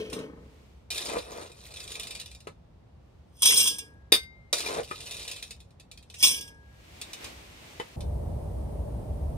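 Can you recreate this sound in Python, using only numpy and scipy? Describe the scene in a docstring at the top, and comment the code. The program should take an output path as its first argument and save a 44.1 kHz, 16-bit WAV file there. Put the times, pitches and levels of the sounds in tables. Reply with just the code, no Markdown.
"""Feeding a pellet stove in a tent

A metal scoop digs into wood pellets, spills a few as it is lifted and tips the rest into a steel hopper.
Random contacts drive the resonances of blade, funnel and feed tube; the struck steel is decaying sines.
Shaped noise gives the rustle of sliding pellets and the fire's rumble, suddenly a loud close roar near the end.
"""
import sys
import numpy as np
from scipy import signal
from scipy.fft import rfft, irfft, next_fast_len
from scipy.io import wavfile
from scipy.ndimage import uniform_filter1d, map_coordinates

SR = 44100
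rng = np.random.default_rng(int(sys.argv[2]) if len(sys.argv) > 2 else 0)


def wrap_up_sound(samples):
    """Save the sound to the file named by the first command line argument, as 16-bit audio."""
    columns = np.atleast_2d(samples).T
    # keep every value between -1 and 1, then stretch to whole-number steps
    tamed = np.clip(columns, -1, 1)
    steps = np.round(tamed * 32767).astype(np.int16)
    wavfile.write(sys.argv[1], SR, steps)


N = 413216
T = np.arange(N) / SR
SIZE = next_fast_len(N + SR)
HZ = np.maximum(np.arange(SIZE // 2 + 1) * SR / SIZE, 1)
EARS = np.array([[.5], [-.5]])  # left and right take half of each difference
LN_60_DB = np.log(1000)
ROAR_START_S = 7.961
CUTOFF_HZ = 15700
BEND_SHARE, BEND_STEP_S = .014, .03


def from_db(db):
    """Decibels to gain."""
    return 10 ** (np.asarray(db) / 20)


def rms_one(x):
    """Scale to unit power."""
    return x / np.sqrt(np.mean(np.abs(x) ** 2) + 1e-20)


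def at_hz(points):
    """Read a table along log frequency."""
    hz, value = np.transpose(points)
    return np.interp(np.log(HZ), np.log(hz), value)


def filtered(x, response):
    """Apply a frequency response."""
    return irfft(rfft(x, SIZE) * response, SIZE)[..., :N]


def colour(points):
    """Minimum-phase response with a given spectrum, at unit power."""
    cepstrum = irfft(at_hz(points) * np.log(10) / 20, SIZE)
    cepstrum[1:SIZE // 2] *= 2
    cepstrum[SIZE // 2 + 1:] = 0
    return rms_one(np.exp(rfft(cepstrum)))


def ringing(modes):
    """Unit-power response of decaying sines with alternating signs."""
    t = T[:SR]
    rings = np.zeros(len(t))
    for k, (hz, db, t60_s) in enumerate(modes):
        decay = np.exp(-LN_60_DB * t / t60_s)
        rings += (-1) ** k * from_db(db) * decay * np.sin(2 * np.pi * hz * t)
    return rms_one(rfft(rings, SIZE))


def resonances(peaks):
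    """Ringing of damped peaks: the wider the peak, the shorter the ring."""
    return ringing([(hz, db + 20 * np.log10(width_hz), LN_60_DB / (np.pi * width_hz))
                    for hz, width_hz, db in peaks])


def grains(per_s, spread_db, clump_db):
    """Random collisions of uneven strength in little avalanches, at unit power."""
    sizes = from_db(spread_db * np.minimum(rng.exponential(1, N), 4)) * rng.choice([-1, 1], N)
    knots = np.arange(0, T[-1] + 1, .012)
    surge = from_db(clump_db * np.interp(T, knots, rng.standard_normal(len(knots))))
    return rms_one(sizes * surge * (rng.random(N) < per_s / SR))


def bursts(events):
    """Each blow (s, dB, s) is a noisy chatter of contacts that dies by 60 dB in its length, 4 ms or more."""
    out = np.zeros(N + SR)
    t = T[:SR // 2]
    for start_s, db, length_s in events:
        start = max(round(start_s * SR), 0)
        decay = np.exp(-LN_60_DB * t / max(length_s, .004))
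        out[start:start + len(t)] += from_db(db) * rng.standard_normal(len(t)) * decay
    return out[:N]


def strikes(events):
    """One clean impulse for each blow (s, dB)."""
    return sum(from_db(db) * (np.arange(N) == round(start_s * SR)) for start_s, db in events)


def chimes(notes, t60_s):
    """Decaying sines, each given as (s, dB, Hz)."""
    out = np.zeros(N + SR)
    t = T[:SR // 6]
    decay = np.exp(-LN_60_DB * t / t60_s)
    for start_s, db, hz in notes:
        start = round(start_s * SR)
        out[start:start + len(t)] += from_db(db) * decay * np.sin(2 * np.pi * hz * t)
    return out[:N]


def clinks(contacts, width_hz, count=40):
    """Each contact rings for a few milliseconds at one of `count` pitches; power is kept."""
    dealt = rng.integers(0, count, N)
    r = np.exp(-np.pi * width_hz / SR)
    out = np.zeros(N)
    for k, hz in enumerate(np.linspace(900, 15000, count)):
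        poles = [1, -2 * r * np.cos(2 * np.pi * hz / SR), r * r]
        out += signal.lfilter([1, 0, -1], poles, contacts * (dealt == k) + 1e-18)
    return out * np.sqrt((1 - r * r) / 2)


def bent(x, share):
    """Read a sound at a slowly wandering speed, so that its pitches drift."""
    knots = np.arange(0, T[-1] + 1, BEND_STEP_S)
    wander = uniform_filter1d(np.interp(T, knots, rng.standard_normal(len(knots))), size=400)
    lag_s = wander * share * BEND_STEP_S / np.sqrt(2)
    return map_coordinates(x, [(T + lag_s) * SR], order=3)


def envelope(start_s, hold_s, release_db_per_s, slope_db_per_s=0):
    """Gain that sets in at once, holds or slopes, then dies away."""
    t = T - start_s
    db = slope_db_per_s * np.clip(t, 0, hold_s) - release_db_per_s * np.maximum(t - hold_s, 0)
    return (t >= 0) * from_db(db)


SWELL_DB = 16  # drop one rise before and one fall after the top


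def swell_db(t, top_s, rise_s, fall_s):
    """A rounded rise and fall in dB, 0 at its top."""
    return -SWELL_DB * np.minimum(((t - top_s) / np.where(t < top_s, rise_s, fall_s)) ** 2, 20)


# Level excess on the left: pitch_hz, level_db
LEFT_EXCESS = [(200, -1), (500, 2), (1100, 6.5), (2200, 1), (4000, -2.5), (12000, 0.5)]


def tent(x, lead, wet_db, t60_s):
    """Direct sound leads in the left ear; a short scatter off stove, boxes and canvas is wide above the bass."""
    t = T[:SR // 2]
    scatter = rng.standard_normal((2, len(t))) * np.exp(-LN_60_DB * t / t60_s) * (t > .002)
    diffuse = rms_one(rfft(scatter, SIZE)) * HZ / np.hypot(HZ, 300)
    direct = np.exp(1j * at_hz(lead) * EARS) * from_db(at_hz(LEFT_EXCESS) * EARS)
    return filtered(x, direct + from_db(wet_db) * diffuse)


# Side over mid of diffuse sound: pitch_hz, level_db
SIDE_OVER_MID = [(60, -20), (110, -19), (200, -9.5), (400, -2), (800, 2.5), (15000, -2)]


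def wash(gain, response):
    """Stereo noise that fills the tent: alike in the bass, unrelated in the treble."""
    side_response = response * from_db(at_hz(SIDE_OVER_MID))
    mid, side = filtered(gain * rng.standard_normal((2, N)), [response, side_response])
    return np.array([mid + side, mid - side])


# Spectra of far rumble, close flame and close hiss: pitch_hz, level_db
RUMBLE_SPECTRUM = [(25, -23.5), (45, -13), (66, -2.5), (110, -8.5), (200, -16), (300, -23.5), (550, -26),
                   (950, -33.5), (1500, -41), (4000, -47), (8000, -57), (15500, -66.5)]
FLAME_SPECTRUM = [(16, -55), (28, -9.5), (48, -4), (70, 2), (128, -8), (259, -20), (303, -21.5), (488, -22),
                  (593, -25.5), (625, -22), (890, -32), (1380, -48.5), (1900, -71), (2470, -101),
                  (4180, -120)]
HISS_SPECTRUM = [(940, -21.5), (1600, 2.5), (2480, -1), (7180, -6.5), (9280, 1), (10600, -2), (11500, -27),
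                 (13200, 0.5), (15500, -18)]
FIRE_DB, ROAR_DB, FLAME_HISS_DB = -56, -34.5, -65.5
FIRE_LEAD_S, FIRE_LEAN_DB = .00035, -0.1  # earlier and slightly weaker on the left


def fire():
    """Flame noise booms in firebox and flue; from close by it roars, whistles and hisses."""
    close = T > ROAR_START_S
    draught = from_db(FIRE_DB) * (T < ROAR_START_S - .02)  # the level dips just before the roar
    flame = from_db(ROAR_DB) * close
    far = wash(from_db(1.3) * draught, colour(RUMBLE_SPECTRUM))
    roar = wash(from_db(1.0) * flame, colour(FLAME_SPECTRUM))
    boom = wash(from_db(-4) * (flame + draught), resonances([(61.5, 10, 0)]))
    whistle = wash(from_db(-19.0) * flame, resonances([(584.8, 5.9, 0)]))
    hiss = wash(from_db(FLAME_HISS_DB) * close, colour(HISS_SPECTRUM))
    placed = np.exp(2j * np.pi * HZ * FIRE_LEAD_S * EARS) * from_db(FIRE_LEAN_DB * EARS)
    return filtered(far + roar + boom + whistle, placed) + hiss


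# Scoop judders on the hopper rim: start_s, level_db, hold_s
RIM_JUDDERS = [(0.0, -28, 0.0071), (.047, -41, 0.058), (0.162, -37.5, 0.071)]
# Feed tube resonances: pitch_hz, width_hz, level_db
TUBE_RESONANCES = [(426, 78, 4), (393, 23, -4), (1490, 900, -27), (2560, 170, -16), (3030, 120, -12.5),
                   (4020, 4800, -26.5), (4750, 110, -24.5)]
JUDDER_HZ, JUDDER_TONE_DB, JUDDER_SCRAPE_DB, JUDDER_STOP_DB_PER_S = 425, -4, -7, 214


def judder():
    """The scoop sticks and slips on the rim: a wavering groan of the feed tube with some scrape."""
    rub = sum(from_db(db) * envelope(start_s, hold_s, JUDDER_STOP_DB_PER_S)
              for start_s, db, hold_s in RIM_JUDDERS)
    groan = bent(np.sin(2 * np.pi * JUDDER_HZ * T), share=.035)
    scrape = filtered(rub * rng.standard_normal(N), resonances(TUBE_RESONANCES))
    return from_db(JUDDER_TONE_DB) * rub * groan + from_db(JUDDER_SCRAPE_DB) * scrape


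# Scoopfuls into the hopper: start_s, full_flow_s, steel_rattle_db, tube_tumble_db
SCOOPFULS = [(0.12, 0.0045, -51.5, -37), (3.45, 0.16, -22, -49), (6.226, 0.014, -16.5, -46.5)]
LEAD_IN_DB, LEAD_IN_DB_PER_S = -17.5, 281.5
DRAIN_DB_PER_S, TUBE_DRAIN_DB_PER_S = 173.5, 58.5


def pouring():
    """Flow onto steel and down the tube: a few pellets run ahead on the steel, the heap follows, then drains."""
    flow = tube = 0
    for start_s, hold_s, rattle_db, tube_db in SCOOPFULS:
        lead_in = (T < start_s) * from_db(LEAD_IN_DB - LEAD_IN_DB_PER_S * np.abs(start_s - T))
        flow = flow + from_db(rattle_db) * (lead_in + envelope(start_s, hold_s, DRAIN_DB_PER_S))
        tube = tube + from_db(tube_db) * envelope(start_s, hold_s, TUBE_DRAIN_DB_PER_S)
    return flow, tube


# Spectrum of pellets on the funnel: pitch_hz, level_db
FUNNEL_SPECTRUM = [(470, -48), (800, -22.5), (1010, -13), (1350, -21), (2160, -22.5), (2300, -13.5),
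                   (3050, -5), (3370, 0.5), (4650, -21.5), (5140, -2.5), (7010, -11), (8650, -2.5),
                   (11500, -15), (12900, -11), (15500, -18)]
PINGS_PER_S, PING_DB, PING_SPREAD_DB, PING_T60_S = 260, -7.5, -1.5, 0.12


def pings(flow, count=3):
    """Single hits in the pour; their partials favour pitches where the funnel is most resonant."""
    born = (rng.random(N) < PINGS_PER_S / SR) & (flow > from_db(-60))
    share = np.cumsum(from_db(at_hz(FUNNEL_SPECTRUM)) ** 2 * (HZ < CUTOFF_HZ))
    sizes_db = PING_DB + PING_SPREAD_DB * np.clip(rng.standard_normal(N), -2, 2)
    pitches = np.interp(rng.random((N, count))[born], share / share[-1], HZ)
    hits = zip(T[born], 20 * np.log10(flow[born]) + sizes_db[born], pitches)
    return chimes([(start_s, db, hz) for start_s, db, partials in hits for hz in partials], PING_T60_S)


# Clumps of pellets landing: start_s, level_db, length_s
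LANDING_CLUMPS = [(.129, -38, .15), (3.421, -11, .05), (3.429, -11.5, 0.12), (3.4567, -9, 0.13),
                  (3.577, -16, .14), (3.656, -18, .08), (3.673, -13, 0.075), (3.70, -30, 0.27),
                  (3.784, -25.5, 0.08), (6.204, -31, 0.31), (6.233, -9, 0.16), (6.409, -28, 0.075),
                  (6.477, -38.5, 0.058)]
# Heaviest clumps, rim sings: start_s, level_db
RIM_BLOWS = [(3.457, -2), (6.234, 0)]
# Funnel resonances: pitch_hz, width_hz, level_db
FUNNEL_RESONANCES = [(996, 78, -18), (2350, 29, -7), (2780, 39, -8), (3260, 44, -1), (3460, 45, 0),
                     (3690, 28, -5), (5160, 100, 0), (5290, 61, -4), (5460, 29, -4), (5770, 62, -6),
                     (6120, 45, -2), (6250, 15, -4), (6650, 110, -7), (6970, 35, -14), (7620, 47, -4),
                     (8340, 83, -2), (8660, 140, -3), (9000, 98, -1), (9260, 96, -3), (10300, 69, -10)]
# Long steel rings: pitch_hz, level_db, t60_s; the close rim pair beats and so swells in
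RIM_RINGS = [(930, -13, 1.3), (1643, 0, 1.1), (1644, 0, 1.1), (2356, 9, .22)]
FUNNEL_RINGS = [(2356, -2, .2), (2779, -3, .18), (3218, 0, .2), (3445, 1, .16), (3470, -6, .25),
                (4975, -3, .2), (5489, -4, .2), (5160, -1, .22), (5276, -3, .2), (6115, -3, .25),
                (7618, -7, .26), (8348, -4, .22), (9769, -8, .22)]
# Spectrum of the feed tube: pitch_hz, level_db
TUBE_SPECTRUM = [(76, -39.5), (130, -6), (327, -1), (364, -6), (430, 2), (674, -20), (834, -15.5),
                 (2200, -25.5), (2860, -59.5), (4840, -120)]
FUNNEL_RING_DB = -9


def hopper():
    """Pellets rain on the steel funnel, ring it and tumble down the feed tube."""
    flow, tube = pouring()

    def contacts():
        """An independent draw of contacts for each kind of vibration."""
        return flow * grains(per_s=1700, spread_db=5.0, clump_db=2.0) + from_db(-4.0) * bursts(LANDING_CLUMPS)

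    on_wall, on_cone, on_rim = [contacts() for _ in range(3)]
    crack = from_db(-5.0) * filtered(clinks(on_wall, width_hz=630), colour(FUNNEL_SPECTRUM))
    body = from_db(-3.5) * bent(filtered(on_cone, resonances(FUNNEL_RESONANCES)), BEND_SHARE)
    ring = from_db(FUNNEL_RING_DB) * filtered(on_rim, ringing(FUNNEL_RINGS))
    rim_song = filtered(strikes(RIM_BLOWS), ringing(RIM_RINGS))
    tumble = tube * grains(per_s=1100, spread_db=2.4, clump_db=2.5)
    tube_sound = from_db(1.5) * filtered(tumble, colour(TUBE_SPECTRUM))
    return crack + body + ring + rim_song + pings(flow) + judder() + tube_sound


# Spectral change of the loaded funnel: pitch_hz, change_db
LOAD_CHANGE = [(700, -2), (1600, -6), (2250, 7.5), (2800, -1.5), (3500, -4.5), (4600, 0.5), (9000, -3.5),
               (14000, -4)]
LOADED_S = 5


def loaded(x):
    """The steel changes colour once it holds pellets."""
    full = T > LOADED_S
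    return x * ~full + filtered(x * full, from_db(at_hz(LOAD_CHANGE)))


# Scoop driven into the store: start_s, length_s, bite_db, rattle_db, stop_crunch_db
SCOOP_DIGS = [(.904, 0.2687, -41, -38, -31.5), (4.529, 0.26, -26, -39, -28.5)]
# Full scoop lifted and shaken level: top_s, rise_s, fall_s, rattle_db, crunch_db
SCOOP_LIFTS = [(1.39, 0.22, 0.11, -52, -42.5), (2.0, 0.62, .36, -50.5, -53), (5.17, .42, 0.34, -46.5, -51)]
MUFFLE_DB_PER_S, PACK_DB_PER_S, STOP_DB_PER_S, CRUNCH_STOP_DB_PER_S = 26, 79, 223, 550


def digging():
    """Rattle fades and crunch builds as the blade sinks in; both swell again as it is lifted."""
    push = packing = 0
    for start_s, length_s, _, rattle_db, crunch_db in SCOOP_DIGS:
        push = push + from_db(rattle_db) * envelope(start_s, length_s, STOP_DB_PER_S, -MUFFLE_DB_PER_S)
        crunch_start = from_db(crunch_db - PACK_DB_PER_S * length_s)
        packing = packing + crunch_start * envelope(start_s, length_s, CRUNCH_STOP_DB_PER_S, PACK_DB_PER_S)
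    for top_s, rise_s, fall_s, rattle_db, crunch_db in SCOOP_LIFTS:
        motion = from_db(swell_db(T, top_s, rise_s, fall_s))
        push = push + from_db(rattle_db) * motion
        packing = packing + from_db(crunch_db) * motion
    return push, packing


HOPS_PER_S, HOP_DB, HOP_SPREAD_DB = 55, 19.5, 3


def hops(push):
    """Loose pellets hop on the moving blade: chance ticks (s, dB) that follow its rattle level."""
    born = (rng.random(N) < HOPS_PER_S / SR) & (push > from_db(-80))
    spread_db = HOP_SPREAD_DB * np.clip(rng.standard_normal(N), -2, 2)
    return list(zip(T[born], 20 * np.log10(push[born]) + HOP_DB + spread_db[born]))


TINK_DB, TINK_T60_S, TINK_LOW_HZ, TINK_HIGH_HZ = -25.5, 0.11, 2352, 9130


def tinks(ticks, count=6):
    """Each tick lands on another spot and wakes random blade partials, weaker the higher."""
    pitches = TINK_LOW_HZ * (TINK_HIGH_HZ / TINK_LOW_HZ) ** rng.random((len(ticks), count))
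    notes = [(start_s, db + TINK_DB - 10 * np.log10(hz / TINK_LOW_HZ), hz)
             for (start_s, db, _), partials in zip(ticks, pitches) for hz in partials]
    return chimes(notes, TINK_T60_S)


# Free scoop knocked: start_s, thud_db, ring_db, partial_step_db, partial_1_hz to partial_4_hz
SCOOP_KNOCKS = [(2.471, -27, -35.5, -2.5, 460, 544, 1260, 2283),
                (4.912, -25, -28, -4.5, 1235, 466, 2020, 2412),
                (7.799, -23, -26.5, -2, 477, 890, 1990, 3042)]  # also played by knocks()
# Pellets tick on the scoop: start_s, level_db
PELLET_TICKS = [(0.099, -30.5), (0.13, -21.5), (0.189, -31), (0.9041, -16), (.9253, -23), (.96, -21),
                (0.9783, -17), (4.5282, -3.5), (4.6046, -17), (5.0041, -24), (5.0694, -25), (4.96, -36),
                (5.1094, -19.5), (5.12, -27), (5.144, -25.5), (5.195, -25), (5.363, -27), (5.2778, -19),
                (5.3134, -18.5), (5.4258, -21), (5.5075, -23.5), (5.603, -36.5), (5.706, -48), (5.798, -34),
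                (5.914, -29.5), (5.9745, -33.5), (6.026, -40), (6.0997, -33.5), (6.1415, -27.5),
                (7.014, -18.5), (7.1321, -20.5), (7.2432, -23), (8.0061, -29.5)]
# Quick shakes throw the load against the blade: start_s, level_db
SCOOP_SHAKES = [(1.7391, -25.5), (1.7687, -24), (1.8029, -22.5), (1.877, -25.5), (1.9184, -20),
                (1.954, -20.5), (1.9967, -15.5), (2.0319, -20.5), (2.07, -21.5), (2.1075, -21),
                (2.1511, -19), (2.199, -20.5), (2.213, -24.5), (2.2591, -27), (2.3141, -30), (2.3483, -31),
                (2.4043, -33.5)]
# Blade resonances: pitch_hz, width_hz, level_db
BLADE_RESONANCES = [(470, 45, -4), (2560, 98, -2), (3010, 34, -7), (3650, 220, 0), (4310, 170, -9),
                    (5100, 42, -7), (5700, 39, -7), (6010, 55, -12), (6840, 130, -12), (8410, 370, -9),
                    (8860, 37, -10), (9490, 140, -10), (10500, 82, -13)]
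# Faint blade rings under every tick: pitch_hz, level_db, t60_s
BLADE_MODES = [(2562, -6, .12), (3660, 0, .15), (3790, -4, .16), (5100, -6, .1)]
# Spectra of blade and heap: pitch_hz, level_db
BLADE_SPECTRUM = [(470, -43), (800, -25.5), (1810, -6), (2570, -5), (3210, -6), (3720, 2), (7270, -6.5),
                  (9680, -5.5), (11800, -20.5), (13500, -13), (15500, -20)]
CRUNCH_SPECTRUM = [(94, -57.5), (160, -14), (300, -9.5), (400, -4.5), (490, 1), (667, -10), (959, -9.5),
                   (1910, -19.5), (2400, -20.5), (3120, -42.5), (5280, -120)]
CLICK_S, SHAKE_S, HOP_S, BITE_S = .05, 0.032, 0.016, 0.57
JOLT_DB, BLADE_RING_DB = -5, -25


def scoop():
    """Pellets slide and tick on the blade while the heap crunches under it."""
    push, packing = digging()
    contacts = [(start_s, db, CLICK_S) for start_s, db in PELLET_TICKS]
    contacts += [(start_s, db, SHAKE_S) for start_s, db in SCOOP_SHAKES]
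    contacts += [(start_s, db + JOLT_DB, CLICK_S) for start_s, db, *_ in SCOOP_KNOCKS]  # knocks jolt the load
    contacts += [(start_s, db, HOP_S) for start_s, db in hops(push)]
    ticks = contacts + [(start_s, bite_db, BITE_S) for start_s, _, bite_db, _, _ in SCOOP_DIGS]

    on_heap = from_db(-3.0) * push * grains(per_s=3900, spread_db=3.5, clump_db=5.0)
    on_heap += from_db(-16.5) * bursts(ticks)
    on_blade = from_db(-7.5) * push * grains(per_s=850, spread_db=5.0, clump_db=3.5)
    on_blade += from_db(-17.0) * bursts(ticks)

    rattle = filtered(clinks(on_heap, width_hz=330), colour(BLADE_SPECTRUM))
    body = filtered(on_blade, resonances(BLADE_RESONANCES))
    ring = from_db(BLADE_RING_DB) * bent(filtered(bursts(contacts), ringing(BLADE_MODES)), BEND_SHARE)
    packed = packing * grains(per_s=570, spread_db=1.0, clump_db=1.0)
    crunch = from_db(-1.5) * filtered(packed, colour(CRUNCH_SPECTRUM))
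    return rattle + body + ring + tinks(contacts) + crunch


# Scoop thuds against the heap: start_s, level_db, boom_db
HEAP_THUDS = [(.128, -31, -47), (1.168, -29.5, -24), (4.123, -14.5, -19), (4.529, -18.5, -32),
              (4.793, -31, -24)]
# Scoop clanks down and bounces: start_s, level_db, length_s
SCOOP_CLANKS = [(4.1205, -7, 0.036), (4.1235, -0.5, .025), (4.139, -11, .06), (4.151, -15, .06),
                (4.161, -20.5, .04), (4.232, -42, .06)]
# Rings of the free scoop: pitch_hz, level_db, t60_s
SCOOP_RINGS = [(447, -1, .11), (1254, -13, .12), (1552, -12, .28), (2099, -15, .8), (2455, -11, .14),
               (2548, -7, .15), (2994, -11, .19), (3403, -7, .14), (3654, 5, .13), (3790, -16, .42),
               (4414, -10, .13), (4750, -1, .1), (4813, -13, .3), (5076, -6, .11), (5927, -17, .22),
               (6164, -11, .13), (7908, -8, .09), (8868, -5, .12), (9975, -10, .11)]
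# Spectra of thuds and clanks: pitch_hz, level_db
THUD_SPECTRUM = [(130, -46), (220, -18.5), (475, 3.5), (628, -6.5), (1090, -7.5), (1410, -8), (1980, -10),
                 (2780, -15), (4500, -36), (5850, -41.5), (9900, -120)]
CLANK_SPECTRUM = [(94, -44.5), (160, -21.5), (476, -6.5), (647, -22), (1850, -17.5), (1960, -15.5),
                  (3230, -14.5), (3690, 4.5), (3980, -17.5), (4640, -3.5), (5840, -18.5), (7300, -25.5),
                  (8730, -13), (15500, -27)]
BOOM_HZ, BOOM_T60_S, KNOCK_T60_S = 490, .07, 0.044


def knocks():
    """The scoop thuds when buried in pellets and rings when it is free."""
    blows = [(start_s, db, .05) for start_s, db, *_ in list(HEAP_THUDS) + list(SCOOP_KNOCKS)]
    thuds = from_db(-8.0) * filtered(bursts(blows), colour(THUD_SPECTRUM))
    boom = chimes([(start_s, db, BOOM_HZ) for start_s, _, db in HEAP_THUDS], BOOM_T60_S)
    notes = [(start_s, db + k * step_db, hz)
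             for start_s, _, db, step_db, *partials in SCOOP_KNOCKS for k, hz in enumerate(partials)]
    tones = chimes(notes, KNOCK_T60_S)
    clatter = from_db(-5.5) * filtered(bursts(SCOOP_CLANKS), colour(CLANK_SPECTRUM))
    first_clank = strikes([(SCOOP_CLANKS[0][0], 0)])
    ring = from_db(9.0) * filtered(first_clank, ringing(SCOOP_RINGS))
    return thuds + boom + tones + clatter + ring


# Loose pellets slide: top_s, rise_s, fall_s, level_db
PELLET_SLIDES = [(.58, .4, 0.34, -67), (3.1, 0.15, .5, -79), (7.221, 0.5, 0.5, -51),
                 (7.245, 0.045, 0.075, -52), (7.72, 0.21, 0.69, -54.5)]
# Spectrum of the rustle: pitch_hz, level_db
RUSTLE_SPECTRUM = [(160, -6.5), (280, 1.5), (1480, -9), (2320, -4), (9690, -17.5), (11500, -26.5),
                   (12900, -18), (15500, -27.5)]


def settling():
    """A fine, dense rustle of sliding pellets as swelling noise, until the fire takes over."""
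    sliding = sum(from_db(db + swell_db(T, top_s, rise_s, fall_s))
                  for top_s, rise_s, fall_s, db in PELLET_SLIDES)
    return wash(sliding * (T < ROAR_START_S), colour(RUSTLE_SPECTRUM))


# Phase lead of the left ear: pitch_hz, lead_rad
HOPPER_LEFT_LEAD = [(0, 0), (600, 0.27), (1210, 8), (2930, 9.0), (3700, 17), (5000, 17), (6290, 18),
                    (7580, 15.5), (15600, 4.5), (16100, 2)]
SCOOP_LEFT_LEAD = [(60, .15), (400, 0.87), (1210, 2.1), (3530, 7.67), (4480, 7.96), (6200, 8.26),
                   (8350, 7.93), (15000, 5)]


def scene():
    """All sources in the tent."""
    poured = tent(loaded(hopper()), HOPPER_LEFT_LEAD, wet_db=-4.5, t60_s=0.033)
    dug = tent(scoop() + knocks(), SCOOP_LEFT_LEAD, wet_db=-3.0, t60_s=0.13)
    return poured + dug + fire() + settling()


def record(dry):
    """The microphone drops the deepest bass, rounds the peaks and cuts the top."""
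    bass_cut = signal.butter(3, 36, "high", fs=SR, output="sos")
    top_cut = signal.ellip(10, .2, 80, CUTOFF_HZ, fs=SR, output="sos")
    heard = signal.sosfilt(bass_cut, dry)
    return signal.sosfilt(top_cut, np.tanh(heard))


dry = scene()
out = record(dry)
wrap_up_sound(out)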